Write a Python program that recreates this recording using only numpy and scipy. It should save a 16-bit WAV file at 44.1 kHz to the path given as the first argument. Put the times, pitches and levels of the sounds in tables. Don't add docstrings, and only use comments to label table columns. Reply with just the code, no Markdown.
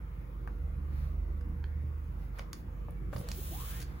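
import sys
import numpy as np
from scipy import signal
from scipy.fft import rfft, irfft
from scipy.io import wavfile
from scipy.ndimage import uniform_filter1d

SR = 44100
rng = np.random.default_rng(int(sys.argv[2]) if len(sys.argv) > 2 else 0)


def to_wav(sig):
    pcm = np.clip(np.atleast_2d(sig), -1, 1) * 32767
    pcm = np.round(pcm).astype(np.int16)
    wavfile.write(sys.argv[1], SR, pcm.T)


N = 176400
T = np.arange(N) / SR
HZ = np.fft.rfftfreq(N, 1 / SR)

# freq_hz, correlation
FRICTION_CORRELATION = [(200, 1), (700, 0.39), (1300, -0.64), (2000, -0.55), (3300, 0.59), (5000, -0.57)]


def amp(db):
    return 10 ** (np.asarray(db) / 20)


def unit(x):
    return x / np.sqrt(np.mean(x ** 2) + 1e-20)


def at_hz(points, hz):
    freq_hz, value = np.transpose(points)
    return np.interp(np.log(hz + 1), np.log(freq_hz + 1), value)


def add(mix, start_s, sound):
    part = mix[:, round(start_s * SR):][:, :sound.shape[1]]
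    part += sound[:, :part.shape[1]]


def drift(rate_hz):
    return unit(irfft(rfft(rng.standard_normal(N)) * np.exp(-(HZ / rate_hz) ** 2), N))


def noise(colour_db, correlation):
    left, independent = rfft(rng.standard_normal((2, N)))
    same = np.clip(at_hz(correlation, HZ), -1, 1)
    right = same * left + np.sqrt(1 - same ** 2) * independent
    return unit(irfft(np.array([left, right]) * amp(colour_db), N))


def sides(pan_db):
    return np.array([[.5], [-.5]]) * pan_db


def swell(centre_s, half_width_s):
    return np.exp(-((T - centre_s) / half_width_s) ** 2)


def tone(hz, waver_db, waver_hz, slip_rad):
    turns = np.cumsum(hz * np.ones(N)) / SR + rng.random()
    level = np.sqrt(2) * amp(waver_db * drift(waver_hz))
    return level * np.sin(2 * np.pi * turns + slip_rad * drift(waver_hz))


def ring(modes, rise_s):
    t = T[:SR // 4]
    ringing = sum(amp(db - 60 * t / t60_s) * np.sin(2 * np.pi * hz * t) for hz, db, t60_s in modes)
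    return (1 - np.exp(-t / rise_s)) * ringing


def case_tap(decay_s, bands_db, rise_s=0.00042, size=4096):
    bands_hz = [450, 850, 1700, 5000, 12000]
    # centre_hz, width_hz, lift_db
    resonances = [(544, 160, 10), (1150, 117, 9.5), (1510, 180, 5), (2100, 160, -3), (2630, 460, -0.5),
                  (3230, 310, -5.5), (3960, 351, -5.5), (4480, 690, 3), (5200, 150, -0.5), (6700, 390, 1.5),
                  (9200, 820, 9.5)]
    # freq_hz, pan_db
    radiation = [(450, 3), (1700, 1), (3000, 2), (5000, -5.5), (9000, -1.5)]
    hz, t = abs(np.fft.fftfreq(size, 1 / SR)), T[:size]
    colour_db = at_hz(list(zip(bands_hz, bands_db)), hz)
    colour_db += sum(db / (1 + (2 * (hz - centre) / width) ** 2) for centre, width, db in resonances)
    low_cut = (hz ** 2 + 100) / (hz ** 2 + 260 ** 2)
    gain = amp(colour_db - 1 + sides(at_hz(radiation, hz))) * low_cut
    body = np.exp(np.conj(signal.hilbert(np.log(gain))))
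    chatter = rng.choice([-1., 1.], (3, size)) * np.exp(-t / decay_s) * (1 - np.exp(-t / rise_s))
    chatter /= np.linalg.norm(chatter, axis=1, keepdims=True)
    correlation = 0.59
    rattle = 0.89 * np.fft.fft(np.sqrt(correlation) * chatter[2] + np.sqrt(1 - correlation) * chatter[:2])
    contact = 0.46 * np.fft.fft(np.arange(size) == round(rise_s * SR))
    lows = 1 / (1 + (hz / 3000) ** 2)
    force = rattle * np.sqrt(1 - .75 * lows) + contact * lows
    return np.fft.ifft(force * body).real


def case_ticks():
    # start_s, chatter_decay_s, then gain_db for each of case_tap's five bands
    knocks = [(0.4746, 0.0022, -6.5, -2, -9, -37.5, -41), (1.4106, .0014, -42, -26, -21.5, -33, -48),
              (2.3865, 0.0039, -12, -16, -11, -30, -29), (2.391, 0.0024, -13, -15, -15, -24.5, -34),
              (2.3937, .0012, -8, -9.5, -1.5, -19, -45), (2.5306, 0.0016, -46, -14.5, -9.5, -13, -17.5),
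              (2.8843, 0.003, -10, -6, -25, -57, -51), (2.9075, 0.00068, -37, -44, -53, -49, -32),
              (3.129, 0.0029, -4.5, -15, -12, -32, -50), (3.1333, 0.0038, -1.5, -5.5, -8, -36, -47),
              (3.1622, 0.0048, -4, -3, -13.5, -19, -54), (3.181, 0.0048, -5, -16, -27, -26, -36),
              (3.212, 0.0032, -27, -15, -22, -40, -41), (3.2876, 0.00089, -8, -17, -18, -10, -20),
              (3.3158, .0014, -37, -8, -11, -7.5, -26), (3.802, 0.0049, -27, -30, -19, -21, -24),
              (3.816, .0053, -31, -51, -12, -17, -35), (3.825, 0.0045, -12, -29, -17, -17, -26.5)]
    out = np.zeros((2, N))
    for start_s, decay_s, *bands_db in knocks:
        knock = case_tap(decay_s, bands_db)
        add(out, start_s, knock)
        add(out, start_s, amp(-6) * room_echo(knock))
    return out


def table_bumps():
    # start_s, gain_db
    blows = [(1.838, -31), (2.407, -36), (3.153, -26.5), (3.178, -31), (3.201, -25.5)]
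    # freq_hz, gain_db, t60_s
    modes = [(80, -5, 0.088), (117.6, 5.5, 0.054), (162.3, -4, 0.071), (296, -14.5, 0.075)]
    out = np.zeros((2, N))
    for start_s, gain_db in blows:
        add(out, start_s, amp(gain_db + sides(pan_db=-4)) * ring(modes, rise_s=0.0059))
    return out


def hand_slide():
    # time_s, gain_db, tilt_db_per_octave
    stroke = [(3.11, -73, -6), (3.14, -54.5, -2), (3.194, -52, 0.5), (3.265, -59, -5.5), (3.3, -52, -3.5),
              (3.36, -46, 2), (3.46, -45, 1), (3.58, -43.5, 0.5), (3.72, -44, -0.1), (3.82, -48.5, -1),
              (3.85, -62.5, -2), (3.898, -66.5, -6), (4, -69, -2)]
    # freq_hz, relative_db
    spectrum = [(150, -15), (500, -1), (850, -1.5), (1400, 2), (2200, -2.5), (3600, -0.5), (4700, -5.5),
                (6000, -3), (7500, -1.5), (8800, -1), (10700, -3.5), (12000, -3.5), (13500, 7.5),
                (14700, 0.5), (16000, 4.5)]
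    time_s, gain_db, tilt = np.transpose(stroke)
    grip_db = 0.91 * drift(rate_hz=47) + 0.3 * drift(rate_hz=890)
    friction = noise(at_hz(spectrum, HZ), FRICTION_CORRELATION)
    hz, frame_s, frames = signal.stft(friction, SR, nperseg=256)
    octaves = np.log2(np.maximum(hz, 1000) / 8113)
    frames *= amp(octaves[:, None] * np.interp(frame_s, time_s, tilt))
    hiss = signal.istft(frames, SR, nperseg=256)[1][:, :N]
    return amp(np.interp(T, time_s, gain_db) + grip_db) * (T > time_s[0]) * hiss


def ridge_zips():
    # start_s, length_s, from_hz, to_hz, width_hz, gain_db
    glides = [(3.203, .072, 520, 485, 65, -51), (3.374, .028, 299, 433, 60, -46),
              (3.505, .075, 596, 880, 100, -52), (3.575, .089, 940, 1258, 130, -52.5),
              (3.661, .17, 1351, 2037, 1080, -55.5)]
    out = np.zeros((2, N))
    for start_s, length_s, from_hz, to_hz, width_hz, gain_db in glides:
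        progress = np.clip((T - start_s) / length_s, 0, 1)
        phase = 2 * np.pi * np.cumsum(from_hz + (to_hz - from_hz) * progress) / SR + drift(width_hz)
        pair = np.array([np.sin(phase + 0.56 * drift(width_hz)) for _ in range(2)])
        arch = np.sqrt(4 * progress * (1 - progress))
        out += amp(gain_db + 2.17 * drift(width_hz)) * arch * pair
    return out * amp(sides(pan_db=4.5))


def button_click():
    # freq_hz, gain_db, t60_s
    modes = [(390, -14.5, 0.049), (1044, -13, .012), (1560, 0, 0.0073), (2380, -12, .011),
             (3150, -11, .011), (4300, -13, 0.0093), (6000, -24, .005)]
    click = amp(-34.5 + sides(pan_db=-5)) * ring(modes, rise_s=0.00027)
    out = np.zeros((2, N))
    add(out, start_s=1.641, sound=click)
    return out + amp(-8) * room_echo(out)


def finger_rubs():
    # centre_s, half_width_s, level_db, tilt_db_per_octave
    rubs = [(1.01, 0.11, -59, -2.5), (2.228, 0.071, -65, -0.5), (2.393, 0.044, -55.5, -4),
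            (2.587, 0.035, -60.5, 1), (3.95, 0.21, -61, -4)]
    # freq_hz, relative_db
    spectrum = [(200, -4), (600, 4.5), (1200, 8.5), (2200, 4), (3000, -6), (4300, -2), (8000, -11.5),
                (11000, -4), (15000, 1)]
    treble_octaves = np.log2(np.maximum(HZ, 2000) / 2000)
    out = np.zeros((2, N))
    for centre_s, half_width_s, level_db, tilt in rubs:
        friction = noise(at_hz(spectrum, HZ) + tilt * treble_octaves, FRICTION_CORRELATION)
        out += amp(level_db) * swell(centre_s, half_width_s) * friction
    return out


def edge_scrape(centre_hz=9960, width_hz=690, level_db=-59):
    colour_db = -20 * np.log10(1 + (2 * (HZ - centre_hz) / width_hz) ** 2)
    envelope = amp(level_db) * swell(centre_s=3.198, half_width_s=0.027)
    return envelope * noise(colour_db, FRICTION_CORRELATION)


def room_echo(x):
    # freq_hz, t60_s
    decay = [(200, 0.57), (1500, 0.16), (5000, 0.24), (15000, 0.091)]
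    hz, frame_s, frames = signal.stft(rng.standard_normal((2, SR // 4)), SR, nperseg=256)
    frames *= amp(-60 * frame_s / at_hz(decay, hz)[:, None])
    tail = signal.istft(frames, SR, nperseg=256)[1]
    return signal.fftconvolve(x, tail / np.linalg.norm(tail[0]), axes=1)[:, :N]


def drones():
    # time_s, pitch_hz, gain_db
    lower = [(0, 50.83, -42.5), (.7, 48.3, -39.5), (.93, 47.2, -43), (1.07, 47.78, -34.5),
             (1.6, 47.37, -43.5), (1.8, 48.6, -47), (2.05, 47.86, -41), (2.44, 48.4, -41.5),
             (2.6, 48.54, -53), (2.74, 48.46, -40), (2.85, 49.14, -39.5), (2.93, 49.36, -54),
             (3.01, 49.5, -38.5), (3.25, 49.05, -42), (3.74, 51.92, -41.5), (4, 53.75, -48.5)]
    upper = [(0, 68.36, -46), (0.349, 70.98, -51.5), (.78, 71.44, -36), (1.299, 73.1, -38),
             (1.78, 74.8, -36.5), (2.1, 74.37, -41), (2.52, 74, -61), (2.7, 74.3, -49), (3, 74.24, -56),
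             (3.38, 72.3, -46), (4, 68.6, -46.5)]
    out = np.zeros(N)
    for curve in (lower, upper):
        time_s, hz, db = np.transpose(curve)
        pitch_hz, gain_db = np.interp(T, time_s, hz), np.interp(T, time_s, db)
        out += amp(gain_db) * tone(pitch_hz, waver_db=1.4, waver_hz=7.5, slip_rad=.12)
        if curve is upper:
            out += amp(gain_db - 18.5) * tone(2 * pitch_hz, waver_db=4, waver_hz=5.2, slip_rad=.9)
    return out


def mains_hum():
    # freq_hz, gain_db
    harmonics = [(120, -55), (480, -69.5)]
    return sum(amp(db) * tone(hz, waver_db=3.5, waver_hz=10, slip_rad=.4) for hz, db in harmonics)


def room_air(level_db=-46.5, waver_db=2.33):
    # freq_hz, relative_db
    spectrum = [(20, -13), (35, -7), (55, 3), (88, 0), (108, -7.5), (130, -4.5), (150, -2), (172, -2.5),
                (200, -9), (260, -15.5), (315, -11), (400, -18), (540, -19.5), (720, -26.5), (1200, -22.5),
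                (1600, -30), (2200, -31.5), (3200, -43.5), (5500, -50), (8000, -52), (12000, -48.5),
                (15500, -43)]
    # freq_hz, pan_db
    balance = [(40, -5.5), (80, 2.5), (150, -3), (300, 1), (900, 1.5), (2500, 0), (15000, -0.5)]
    # freq_hz, correlation (before clipping)
    correlation = [(50, 2), (150, 0.68), (280, 1.02), (450, -0.07), (750, -0.16), (2000, -0.19), (5000, 0)]
    steady = noise(at_hz(spectrum, HZ) + sides(at_hz(balance, HZ)), correlation)
    frames = signal.stft(steady, SR, nperseg=1024)[2]
    patches = uniform_filter1d(rng.standard_normal(frames.shape[1:]), size=5, axis=0)
    patches = uniform_filter1d(patches, size=12, axis=1)
    frames *= amp(waver_db * unit(patches))
    return amp(level_db) * signal.istft(frames, SR, nperseg=1024)[1][:, :N]


def scene():
    handling = case_ticks() + button_click() + finger_rubs() + edge_scrape()
    handling += hand_slide() + ridge_zips() + table_bumps()
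    tones = (drones() + mains_hum()) * amp(sides(pan_db=-3))
    return handling + tones + room_air()


def record(dry):
    fade_s, cutoff_hz = .004, 15850
    crossover_hz, in_phase_hz, lag_s = 6780, 10896, 0.00021
    fade = np.minimum(np.minimum(T, T[::-1]) / fade_s, 1)
    left, right = rfft(dry * fade)
    treble = 1 / (1 + (crossover_hz / (HZ + 1)) ** 16)
    late_right = right * np.exp(-2j * np.pi * (HZ - in_phase_hz) * lag_s)
    left = np.sqrt(1 - treble) * left + np.sqrt(treble) * late_right
    lowpass = signal.firwin(511, cutoff_hz, window=("kaiser", 9), fs=SR)
    return signal.oaconvolve(irfft(np.array([left, right]), N), lowpass[None], "same")


dry = scene()
out = record(dry)
to_wav(out)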